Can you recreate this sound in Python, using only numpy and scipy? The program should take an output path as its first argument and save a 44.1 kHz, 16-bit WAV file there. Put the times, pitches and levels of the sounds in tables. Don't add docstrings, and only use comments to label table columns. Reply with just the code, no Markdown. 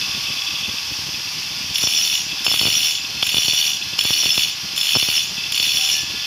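import sys
import numpy as np
from scipy import signal
from scipy.fft import rfft, irfft, next_fast_len
from scipy.io import wavfile
from scipy.ndimage import uniform_filter1d

SR = 44100
rng = np.random.default_rng(int(sys.argv[2]) if len(sys.argv) > 2 else 0)


def dump(signal):
    limited = np.clip(np.atleast_2d(signal).T, -1, 1)
    pcm = np.round(limited * 32767).astype(np.int16)
    wavfile.write(sys.argv[1], SR, pcm)


N = 276066
TIME = np.arange(N) / SR
GEAR_RATIO = 3.6


def amp(db):
    return 10 ** (np.asarray(db) / 20)


def unit(x):
    return x / np.sqrt(np.mean(x ** 2) + 1e-20)


def read(points, hz):
    f, value = np.transpose(points)
    return np.interp(np.log(hz + 1), np.log(f + 1), value)


def curves(rows):
    s, *columns = np.transpose(rows)
    return [np.interp(TIME, s, c) for c in columns]


def add(mix, s, sound):
    part = mix[max(round(s * SR), 0):][:len(sound)]
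    part += sound[:len(part)]


def noise():
    return rng.standard_normal(N)


def wander(rate_hz):
    size = next_fast_len(N)
    rolloff = 1 + (np.fft.rfftfreq(size, 1 / SR) / rate_hz) ** 4
    return unit(irfft(rfft(noise(), size) / rolloff, size)[:N])


def colour(x, spectrum):
    size = next_fast_len(N)
    gain = unit(amp(read(spectrum, np.fft.rfftfreq(size, 1 / SR))))
    return irfft(rfft(x, size) * gain, size)[:N]


def ring(x, modes, order=1):
    t = np.arange(4096) / SR
    response = 0
    for k, (hz, width, db) in enumerate(modes):
        mode = unit(t ** (order - 1) * np.exp(-np.pi * width * t) * np.sin(2 * np.pi * hz * t))
        response += (-1) ** (k * (order - 1)) * amp(db) * mode
    return signal.oaconvolve(x, response / np.sqrt(len(t)))[:N]


def grains(per_s, spread_db):
    return unit(noise() * (rng.random(N) < per_s / SR) * amp(spread_db * noise()))


def once_a_turn(turns, length, uneven_db, jitter):
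    turn = turns.astype(int)
    strength, timing = rng.standard_normal((1024, 2))[turn].T
    delay = np.clip(jitter * (1.76 + timing), 0, .5)
    age = np.maximum(turns - turn - delay, 0) / length
    return unit(np.minimum(5 * age, 1) * np.exp(-age) * amp(uneven_db * np.clip(strength, -2, 1)))


# t/s, f/Hz
FREE_SPEED = [(0, 284), (.3, 287.5), (1.65, 288), (3.15, 284.5), (4.6, 287), (4.76, 281.5), (5.3, 287),
              (5.52, 280.5), (6.26, 287)]

def armature_turns(drag, sag_hz=7, tremble=.001):
    speed = curves(FREE_SPEED)[0] - sag_hz * drag
    return np.cumsum(speed * (1 + tremble * wander(24.5))) / SR


# t/s, fan level/dB, gear level/dB, whine level/dB
TOOL_LEVELS = [(0, -24.5, -26.5, -54), (.55, -26, -25, -58), (.9, -27, -34, -58), (2.3, -27, -30.5, -55),
               (4.6, -28, -32, -51), (6.26, -27, -28, -51.5)]
# f/Hz, level/dB
FAN_SPECTRUM = [(100, -37), (550, -16), (850, -8.5), (1170, -5), (1330, -12), (1600, -7), (1850, -9),
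                (2600, 2.5), (4100, -2.5), (4800, 6.5), (5700, 4), (6150, -3.5), (8000, -19),
                (12000, -13.5), (15500, -21.5)]

def fan(turns, throb=.059):
    fan_db, _, _ = curves(TOOL_LEVELS)
    air = noise() * (1 + throb * np.cos(2 * np.pi * turns))
    return colour(air, FAN_SPECTRUM) * amp(fan_db + .5 * wander(59))


# f/Hz, bandwidth/Hz, level/dB
GEAR_MODES = [(2623, 170, -5.5), (3040, 530, -12), (3467, 240, -3.5)]

def gears(turns, level_db=-2.5, uneven_db=3.5):
    _, gears_db, _ = curves(TOOL_LEVELS)
    teeth = grains(per_s=3000, spread_db=2.5)
    swing = unit(1.5 + .66 * once_a_turn(turns / GEAR_RATIO, length=.59, uneven_db=8.5, jitter=.077))
    return ring(teeth * swing * amp(gears_db + level_db + uneven_db * wander(55)), GEAR_MODES, order=2)


WHINE_HARMONICS = [5, 6, 7, 11, 15, 17, 18]
WHINE_LEVELS = [-1.5, 2.5, -3, 11, 12, 5, 12]

def whine(turns, drag, waver_db=1.5, load_db=-3, hum_order=10, hum_db=-60, hum_load_db=9):
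    _, _, whine_db = curves(TOOL_LEVELS)
    armature = sum(amp(db + waver_db * wander(4)) * np.sin(2 * np.pi * k * turns)
                   for k, db in zip(WHINE_HARMONICS, WHINE_LEVELS))
    hum = np.sin(2 * np.pi * hum_order * turns / GEAR_RATIO) * amp(hum_db + hum_load_db * drag)
    return np.sqrt(2) * (armature * amp(whine_db + load_db * drag) + hum)


# t/s, level/dB
SPIN_LEVELS = [(0, -52), (.55, -52), (.75, -63), (.95, -63), (1.2, -87)]
# f/Hz, bandwidth/Hz, level/dB
TURNTABLE_MODES = [(1137, 110, 5), (2400, 57, -8)]

def turntable():
    return ring(noise() * amp(curves(SPIN_LEVELS)[0]), TURNTABLE_MODES, order=2)


# f/Hz, T60/s
ROOM_DECAY = [(200, 0.04), (2000, 0.35), (6000, 0.24), (15000, 0.031)]

def workshop(x, wet_db=-14):
    hz, t, bands = signal.stft(rng.standard_normal(SR // 2), SR, nperseg=256)
    decay = amp(-60 * t / read(ROOM_DECAY, hz)[:, None]) * (t > .005)
    _, tail = signal.istft(bands * decay, SR, nperseg=256)
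    return x + amp(wet_db) * signal.fftconvolve(x, tail / np.linalg.norm(tail))[:N]


# t/s, level/dB
AIR_PUFFS = [(0.692, -29.5), (1.073, -41), (2.33, -44), (2.77, -32), (4.645, -34), (6.036, -33),
             (6.107, -36.5)]
# f/Hz, level/dB
DRAUGHT_SPECTRUM = [(20, -40), (45, -14), (75, -0.5), (150, 0.5), (300, -5.5), (500, -15), (1000, -21),
                    (3000, -54)]

def draught(level_db=-44, lumpy_db=4.5, puff_s=.0066):
    puffs = sum(amp(db) * np.exp(-.5 * ((TIME - s) / puff_s) ** 2) for s, db in AIR_PUFFS)
    pressure = noise() * (amp(level_db + lumpy_db * np.minimum(wander(44), 2)) + puffs)
    return colour(pressure, DRAUGHT_SPECTRUM)


# t/s, duration/s, then level/dB of scrape, chatter, first tone, second tone
DISC_STROKES = [(1.743, 0.52, -30.5, -22.5, -21.5, -22.5), (2.444, .56, -29, -20.5, -21.5, -25),
                (3.225, 0.57, -30, -20.5, -25, -24), (3.985, 0.56, -29.5, -20.5, -22.5, -23),
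                (4.761, .54, -29.5, -21, -24.5, -24.5), (5.52, 0.54, -30.5, -21, -22.5, -23.5)]

def contact(levels_db, light_db=0, linger_s=0, land_s=.00078, settle_s=.1, lift_s=.13):
    gain = 0
    for (start, length, *_), db in zip(DISC_STROKES, levels_db):
        t = np.maximum(TIME - start, 0)
        touch = np.clip(t / land_s, 0, 1) * np.clip((length + linger_s - t) / lift_s, 0, 1)
        gain += touch * amp(db + light_db * np.exp(-t / settle_s))
    return gain


def load(lag_s=.09):
    pole = np.exp(-1 / (lag_s * SR))
    return signal.lfilter([1 - pole], [1, -pole], contact(np.zeros(len(DISC_STROKES))))


def skipping(turns, skip_s=.11, depth=.48):
    loose = sum((TIME > start) * np.exp(-((TIME - start) / skip_s) ** 2) for start, *_ in DISC_STROKES)
    hops = once_a_turn(turns / GEAR_RATIO / 2, length=.22, uneven_db=5, jitter=.081)
    return 1 + depth * np.minimum(loose, 1) * (hops - 1)


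# f/Hz, bandwidth/Hz, level/dB
BODY_MODES = [(2520, 280, -8), (2740, 240, -9.5), (2950, 260, -2.5), (3425, 220, -.5), (3585, 150, -8.5),
              (4215, 190, -10), (4480, 140, -5.5)]
# f/Hz, bandwidth/Hz, level/dB
HIGH_MODES = [(7210, 50, -15), (8750, 150, -22), (9378, 70, -16), (10085, 100, -15), (11160, 130, -15),
              (12930, 180, -21), (14020, 100, -20), (15400, 90, -21)]
# f/Hz, level/dB
GRIT_SPECTRUM = [(300, -15), (1800, -2), (2400, 6.5), (4000, 6.5), (5500, -31), (7800, -41), (8900, -15),
                 (9700, 0.5), (11400, 4), (12000, -8), (12800, 1), (13400, -9), (14300, 2), (15400, -2.5)]

def grinding(turns, grit_db=5.5, bite_grit_db=-17, high_db=5, bumpy_db=1.02):
    _, _, scrape_db, chatter_db, _, _ = np.transpose(DISC_STROKES)
    bumps = amp(bumpy_db * wander(25)) * skipping(turns)
    scrape = contact(scrape_db, light_db=-2) * bumps
    chatter = contact(chatter_db, light_db=-6, linger_s=.0012) * bumps
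    blows = once_a_turn(turns / GEAR_RATIO, length=.26, uneven_db=2, jitter=.065)
    knocks, grip = bites()
    friction = unit(1 + .41 * blows) * scrape * grip ** .15
    body = ring(noise() * unit(blows + .35) * grip * chatter + knocks, BODY_MODES, order=2)
    crackle = grains(per_s=20000, spread_db=2.1) * friction * amp(grit_db)
    grit = colour(crackle + knocks * amp(bite_grit_db), GRIT_SPECTRUM)
    return body + grit + ring(noise() * friction * amp(high_db), HIGH_MODES)


# t/s, level/dB
RIDGE_BITES = [(1.756, -4), (1.8687, -6), (2.0971, -3.5), (2.1735, -15), (2.4645, -1.5), (2.592, 0),
               (2.9504, -7), (3.2249, -3), (3.2894, -8), (3.4795, -3), (3.7319, -7.5), (3.9895, -3),
               (4.1298, -5), (4.375, -1), (4.8109, -5), (5.5434, -6), (5.5968, 1.5)]

def bites(ridge_db=-7, rise_s=.0008, clear_s=.01):
    force, grip = np.zeros(N), np.ones(N)
    age = np.arange(1200) / SR / rise_s
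    burst = age * np.exp(1 - age)
    for s, db in RIDGE_BITES:
        add(force, s, amp(db + ridge_db) * burst)
        grip *= 1 - .85 * np.exp(-((TIME - s + clear_s / 2) / clear_s) ** 4)
    for s, db, _ in FLYING_CHIPS:
        add(force, s - rise_s, amp(db) * burst)
    return force * noise(), grip


# f/Hz, bandwidth/Hz
DISC_TONES = [(5299, 20), (5766, 15), (6500, 18), (7132, 18)]
# t/s, f/Hz, level/dB
DISC_SQUEALS = [(1.765, 5766, -29), (1.83, 5299, -18), (1.845, 5766, -15.5), (1.98, 5299, -17),
                (2.035, 5766, -17), (2.47, 5299, -23), (2.51, 5299, -18), (2.77, 5766, -16),
                (2.86, 5766, -21), (3.395, 5766, -19), (3.6, 5766, -20), (4.003, 5299, -26),
                (4.205, 5766, -17.5), (4.315, 5299, -16), (4.96, 5299, -14), (5.175, 5299, -17),
                (5.935, 5299, -16.5), (5.935, 5766, -17)]

def singing(turn_hz=19, stutter_db=2.9, drift_hz=5, rough=.14, squeal_s=.02, kick_db=-12.5, kick_s=.0063):
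    *_, first_db, second_db = np.transpose(DISC_STROKES)
    kicks = sum((TIME > s) * amp(db + kick_db) * np.exp(-abs(TIME - s) / kick_s) for s, db in RIDGE_BITES)
    gains = [np.hypot(contact(first_db, light_db=-7), kicks),
             contact(second_db, light_db=-16, linger_s=.01),
             contact([-33] * len(DISC_STROKES), light_db=-4, linger_s=.035),
             contact([-35] * len(DISC_STROKES), light_db=-.5, linger_s=.048)]
    out = 0
    for gain, (hz, width) in zip(gains, DISC_TONES):
        tone = ring(noise(), [(hz, width, 0)])
        tone /= np.sqrt(abs(uniform_filter1d(tone ** 2, size=400)) + .3)
        drift = np.exp(2j * np.pi * np.cumsum(drift_hz * wander(rate_hz=19)) / SR)
        stutter = amp(stutter_db * np.minimum(wander(rate_hz=19), 1))
        squeal = sum(amp(db) * np.exp(-((TIME - s) / squeal_s) ** 2)
                     for s, pitch, db in DISC_SQUEALS if pitch == hz)
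        unsteady = (signal.hilbert(tone) * drift).real * (1 + rough * wander(rate_hz=110))
        out += unit(unsteady) * np.hypot(gain * stutter, squeal)
    return out


# t/s, level/dB, dullness (0-1)
FLYING_CHIPS = [(1.838, -14.5, 0.76), (1.873, -14, 0.4), (2.465, -12.5, 0.1), (2.48, -15, 0.5),
                (2.515, -14.5, 0.26), (2.541, -12, 0.25), (2.614, -12, 0.53), (2.632, -18, 1),
                (2.654, -11, 0.66), (2.67, -12, 0.6), (2.682, -16, 0.9), (3.229, -11.5, 0.22),
                (3.344, -14, .6), (3.368, -16.5, 0.65), (3.383, -16, 0.84), (3.483, -16, 0.8),
                (3.534, -18, 0.6), (3.989, -21, 0.2), (4.052, -15.5, 0.75), (4.106, -13, 0.62),
                (4.234, -18, 0), (4.259, -15.5, 0.75), (4.379, -11.5, 0.62), (4.953, -10, 0),
                (4.961, -11, 1), (4.969, -11.5, 0.84), (5.028, -18, 0.8), (5.087, -13.5, 0.58),
                (5.601, -23.5, 0.95)]

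def chips(tap_s=.00015, push_s=.0017, tap_db=17, push_db=8):
    out, t = np.zeros(N), np.arange(1200) / SR
    tap, push = ((1 - t / length) * np.exp(-t / length) for length in (tap_s, push_s))
    for s, db, dull in FLYING_CHIPS:
        pulse = (1 - dull) * amp(tap_db) * tap + dull * amp(push_db) * push
        add(out, s, amp(db) * rng.choice([-1, 1]) * pulse)
    return signal.sosfilt(signal.butter(3, [70, 1500], "band", fs=SR, output="sos"), out)


# t/s, half duration/s, f/Hz, level/dB
DISC_WHISTLES = [(5.816, .05, 771, -37.5), (5.976, 0.074, 1740, -39)]

def whistles():
    return np.sqrt(2) * sum(amp(db) * np.exp(-((TIME - s) / half) ** 2) * np.sin(2 * np.pi * hz * TIME)
                            for s, half, hz, db in DISC_WHISTLES)


def scene():
    drag = load()
    turns = armature_turns(drag)
    tool = fan(turns) + gears(turns) + whine(turns, drag) + grinding(turns) + singing() + whistles()
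    mono = workshop(tool + turntable()) + chips() + draught()
    return np.array([mono, mono])


def record(dry, threshold_db=-25, slope=.33, follow_s=.034, ceiling=.7, band_hz=(45, 15600)):
    pole = np.exp(-1 / (follow_s * SR))
    level_db = 10 * np.log10(signal.lfilter([1 - pole], [1, -pole], dry[0] ** 2) + 1e-12)
    ducked = dry * amp(-slope * np.maximum(level_db - threshold_db, 0))
    rounded = ducked / (1 + (ducked / ceiling) ** 6) ** (1 / 6)
    highpass = signal.butter(1, band_hz[0], "high", fs=SR, output="sos")
    lowpass = signal.firwin(1201, band_hz[1], window=("kaiser", 9), fs=SR)
    return signal.oaconvolve(signal.sosfilt(highpass, rounded), lowpass[None], "same", axes=1)


dry = scene()
out = record(dry)
dump(out)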